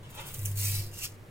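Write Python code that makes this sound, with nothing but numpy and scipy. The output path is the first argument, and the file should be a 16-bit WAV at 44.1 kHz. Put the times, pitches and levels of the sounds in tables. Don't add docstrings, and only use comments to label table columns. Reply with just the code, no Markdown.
import sys
import numpy as np
from scipy import signal
from scipy.fft import rfft, irfft, next_fast_len
from scipy.io import wavfile

SR = 44100
rng = np.random.default_rng(int(sys.argv[2]) if len(sys.argv) > 2 else 0)


def unload_wav(signal):
    wavfile.write(
        sys.argv[1],
        SR,
        np.round(np.clip(np.atleast_2d(signal).T, -1, 1) * 32767).astype(np.int16),
    )


N = 57330
T = np.arange(N) / SR
SIZE = next_fast_len(2 * N)
HZ = np.maximum(np.arange(SIZE // 2 + 1) * SR / SIZE, 1)


def from_db(db):
    return 10 ** (np.asarray(db) / 20)


def rms_one(x):
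    return x / np.sqrt(np.mean(x ** 2) + 1e-20)


def level(rows):
    times, db = np.transpose(rows)
    return from_db(np.interp(T, times, db, left=-120, right=-120))


def per_hz(points):
    hz, value = np.transpose(points)
    return np.interp(np.log(HZ), np.log(hz), value)


def coloured(x, spectrum):
    cepstrum = irfft(np.log(rms_one(from_db(per_hz(spectrum)))), SIZE)
    cepstrum[1:SIZE // 2] *= 2
    cepstrum[SIZE // 2 + 1:] = 0
    return irfft(rfft(x, SIZE) * np.exp(rfft(cepstrum)), SIZE)[..., :N]


def drift(rate_hz):
    noise = rfft(rng.standard_normal(SIZE))
    return rms_one(irfft(noise / (1 + (HZ / rate_hz) ** 2), SIZE)[:N])


def crackle(effort, colour, clicks_per_s, spread_db, clump_db):
    gain = level(effort)
    chance = np.clip(clicks_per_s / SR * np.sqrt(gain / gain.max()), 1e-4, 1)
    sizes = rms_one(from_db(spread_db * np.minimum(rng.exponential(1, N), 4)))
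    signs = rng.choice([-1, 1], N)
    clicks = sizes * signs * (rng.random(N) < chance) / np.sqrt(chance)
    clumps = rms_one(from_db(clump_db * drift(140)))
    return coloured(clicks * gain * clumps, colour)


# (frequency [Hz], level [dB])
ROOM_NOISE_COLOUR = [(20, -3), (30, -2), (45, -10), (80, -4), (125, 0.35), (170, -6.5), (250, -12),
                     (380, -10), (700, -18), (2000, -22), (4000, -32), (8000, -36.5), (16000, -39)]
# (frequency [Hz], left-right correlation [0-1])
ROOM_NOISE_LIKENESS = [(100, 0.91), (300, 0.85), (600, 0.57), (1200, 0), (4000, 0.4), (8000, 1)]

def room_noise(level_db=-50.5):
    mid, side = rfft(rng.standard_normal((2, SIZE)))
    alike = per_hz(ROOM_NOISE_LIKENESS)
    stereo = np.sqrt(1 + alike) * mid + np.sqrt(1 - alike) * side * [[1], [-1]]
    noise = irfft(stereo * from_db(per_hz(ROOM_NOISE_COLOUR)), SIZE)[:, :N]
    return from_db(level_db) * rms_one(noise)


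# (time [s], level [dB])
HUM_LEVEL = [(0, -56), (0.16, -57), (0.34, -71), (0.398, -37), (0.448, -33.5), (0.55, -32.5), (0.7, -31),
             (0.80, -32.5), (0.88, -44.5), (0.95, -48), (1.158, -50), (1.3, -56)]

def mains_hum(hz=99.74, waver_db=0.3):
    db = np.interp(T, *np.transpose(HUM_LEVEL)) + waver_db * drift(11.0)
    return from_db(db) * np.sqrt(2) * np.sin(2 * np.pi * hz * T)


# (time [s], level [dB])
RUMBLE_LEVEL = [(0, -49), (0.15, -53), (0.21, -47), (0.26, -49.5), (0.42, -43.5), (0.74, -48),
                (0.795, -39.5), (0.86, -45), (1.2, -61)]
# (frequency [Hz], level [dB])
RUMBLE_COLOUR = [(20, 5.5), (32, 7.5), (60, -10), (130, 5.5), (260, -19.5), (450, -16.5), (900, -29),
                 (16000, -59)]

def hand_rumble():
    return level(RUMBLE_LEVEL) * rms_one(coloured(rng.standard_normal(N), RUMBLE_COLOUR))


# (time [s], level [dB])
RUB_LEVEL = [(0.03, -56), (0.11, -59.5), (0.163, -48), (0.182, -43), (0.218, -45), (0.24, -50), (0.28, -48),
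             (0.34, -57.5), (0.45, -91)]
# (frequency [Hz], level [dB])
RUB_COLOUR = [(200, -18), (600, 1), (950, 4), (1900, -3.5), (2700, 3), (3500, 2.5), (4100, -7.5),
              (6800, -8.5), (9000, -11), (16000, -35)]

def finger_rub():
    return crackle(RUB_LEVEL, RUB_COLOUR, clicks_per_s=13000, spread_db=0.5, clump_db=2.0)


# (time [s], level [dB])
BITE_LEVEL = [(0.09, -64), (0.108, -52.5), (0.136, -59.5), (0.152, -48), (0.188, -59.5), (0.21, -45.5),
              (0.246, -61), (0.26, -44.5), (0.315, -48.5), (0.345, -40), (0.37, -43), (0.39, -44.5),
              (0.446, -48), (0.464, -39), (0.49, -42.5), (0.54, -51), (0.6, -42)]
# (frequency [Hz], level [dB])
BITE_COLOUR = [(500, -10), (2500, -3), (5200, -5), (6300, -0.5), (9500, 2.5), (12000, 0), (15000, 4),
               (16000, -0.5)]

def blade_bite():
    return crackle(BITE_LEVEL, BITE_COLOUR, clicks_per_s=11000, spread_db=3.5, clump_db=2.15)


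# (time [s], strength [dB], left minus right [dB])
FIBRE_SNAPS = [(0.2697, -28, -11), (0.345, -21.5, -6), (0.3928, -22, -4), (0.4527, -21, 17),
               (0.4573, -13.5, -10.5), (0.4594, -19.5, 4), (0.4635, -28, -1), (0.5168, -33.5, 24),
               (0.5723, -20.5, 2), (0.8651, -35, -16), (0.9425, -29, -2), (0.9896, -23, -13),
               (1.057, -24.5, 7)]
# (frequency [Hz], level [dB])
SNAP_COLOUR = [(500, -31), (2000, -12.5), (3000, 1.5), (4300, -30), (5500, 3), (7500, 1.5), (12000, 2.5),
               (16000, 1.5)]

def fibre_snaps(crumble=0.22, decay_s=0.002):
    out = np.zeros((2, N))
    age = T[:SR // 50]
    for time, db, pan_db in FIBRE_SNAPS:
        crack = crumble * rng.standard_normal(len(age)) * np.exp(-age / decay_s)
        crack[0] = 1
        start = int(time * SR)
        out[:, start:start + len(age)] += from_db([[db + pan_db / 2], [db - pan_db / 2]]) * crack
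    return coloured(out, SNAP_COLOUR)


# (time [s], level [dB])
PULL_LEVEL = [(0.556, -45), (0.569, -46.5), (0.574, -37.5), (0.604, -34), (0.655, -30.5), (0.69, -32),
              (0.73, -34), (0.762, -34), (0.82, -42), (0.905, -56)]
# (frequency [Hz], level [dB])
PULL_COLOUR = [(400, -17), (1450, -14), (2400, -1.5), (3200, -5.5), (4400, 0), (6200, -0.5), (7900, 2),
               (11000, 0), (12500, -1.5), (14600, 3.5), (16000, -4.5)]
# (frequency [Hz], gain [dB])
LONG_STRIP_CHANGE = [(2400, 1.5), (5000, 4), (6900, -2.5), (8400, -2.5), (11300, 0.5), (14000, -1.5)]

def strip_pull(long_from_s=0.72):
    hiss = crackle(PULL_LEVEL, PULL_COLOUR, clicks_per_s=11000, spread_db=2.0, clump_db=1.3)
    return np.where(T > long_from_s, coloured(hiss, LONG_STRIP_CHANGE), hiss)


# (time [s], level [dB])
TONE_LEVEL = [(0.62, -71), (0.86, -55.5), (1.02, -70)]

def faint_tone(hz=344):
    return level(TONE_LEVEL) * np.sqrt(2) * np.sin(2 * np.pi * hz * T)


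# (time [s], level [dB])
RIP_LEVEL = [(0.91, -57.5), (0.94, -46.5), (0.96, -48), (0.985, -42.5), (1.015, -41), (1.036, -34),
             (1.054, -32.5), (1.066, -44.5), (1.09, -52.5), (1.16, -65.5)]
# (frequency [Hz], level [dB])
RIP_COLOUR = [(400, -25), (1200, -12.5), (2200, -9), (2750, 2.5), (3500, -5), (5300, 0), (7000, 0),
              (10300, -4.5), (13500, -4.5), (16000, -9)]

def strip_rip():
    return crackle(RIP_LEVEL, RIP_COLOUR, clicks_per_s=10000, spread_db=2.0, clump_db=0.0)


# (time [s], level [dB])
RING_LEVEL = [(1.005, -49), (1.034, -39), (1.068, -61.5)]

def strip_ring(hz=2620, width_hz=520):
    radius = np.exp(-np.pi * width_hz / SR)
    poles = [1, -2 * radius * np.cos(2 * np.pi * hz / SR), radius ** 2]
    ring = rng.standard_normal(N)
    for _ in range(2):
        ring = signal.lfilter([1, 0, -1], poles, ring)
    return level(RING_LEVEL) * rms_one(ring)


def reflections(x, t60_s, gap_s=0.0015, renew_s=0.05):
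    age, out = T[:SR // 5], np.zeros((2, N))
    decay = rms_one(from_db(-60 * age / t60_s) * (age > gap_s)) / np.sqrt(len(age))
    for time in np.arange(0, T[-1] + renew_s, renew_s):
        near = np.flatnonzero(abs(T - time) < renew_s)
        start = near[0]
        part = x[:, near] * np.cos(np.pi / 2 * (T[near] - time) / renew_s)
        response = decay * rng.standard_normal((2, len(age)))
        tail = signal.fftconvolve(part, response, axes=1)[:, :N - start]
        out[:, start:start + tail.shape[1]] += tail
    return out


def between_hands(x, echo_db=-13):
    gain = from_db(echo_db)
    echoes = reflections(x[None], t60_s=0.016)[0]
    return (x + gain * echoes) / np.sqrt(1 + gain ** 2)


# (frequency [Hz], level [dB])
REFLECTION_COLOUR = [(300, -3.5), (1500, 5), (3500, 0.5), (5500, 4), (7500, -15.5), (11500, -2.5),
                     (14500, -29)]
# (frequency [Hz],
# phase delay [ms])
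LEFT_PHASE = [(300, 0.02), (1500, 0.097), (4200, .12), (7500, 0.125), (12000, 0.0883), (16000, 0.064)]
# (frequency [Hz], left minus right [dB])
DIRECT_BALANCE = [(600, 4.5), (3500, 1.5), (7500, -1), (9500, -1.5), (11600, -3.5), (14500, 0)]

def kitchen(x):
    phase = np.exp(-2j * np.pi * HZ * per_hz(LEFT_PHASE) / 1000 * [[1], [0]])
    balance = from_db(per_hz(DIRECT_BALANCE) / 2 * [[1], [-1]])
    direct = rfft(x, SIZE) * phase * balance
    wet = from_db(per_hz(REFLECTION_COLOUR))
    reflected = wet * rfft(reflections(x, t60_s=0.06), SIZE)
    return irfft((direct + reflected) / np.sqrt(1 + wet ** 2), SIZE)[:, :N]


def scene():
    peel = between_hands(finger_rub() + blade_bite() + strip_pull() + strip_rip())
    banana = kitchen(peel + strip_ring() + fibre_snaps())
    return banana + hand_rumble() + mains_hum() + faint_tone() + room_noise()


def record(dry):
    cutoff_hz = 15900
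    return irfft(rfft(dry, SIZE) / np.sqrt(1 + (HZ / cutoff_hz) ** 500), SIZE)[:, :N]


dry = scene()
out = record(dry)
unload_wav(out)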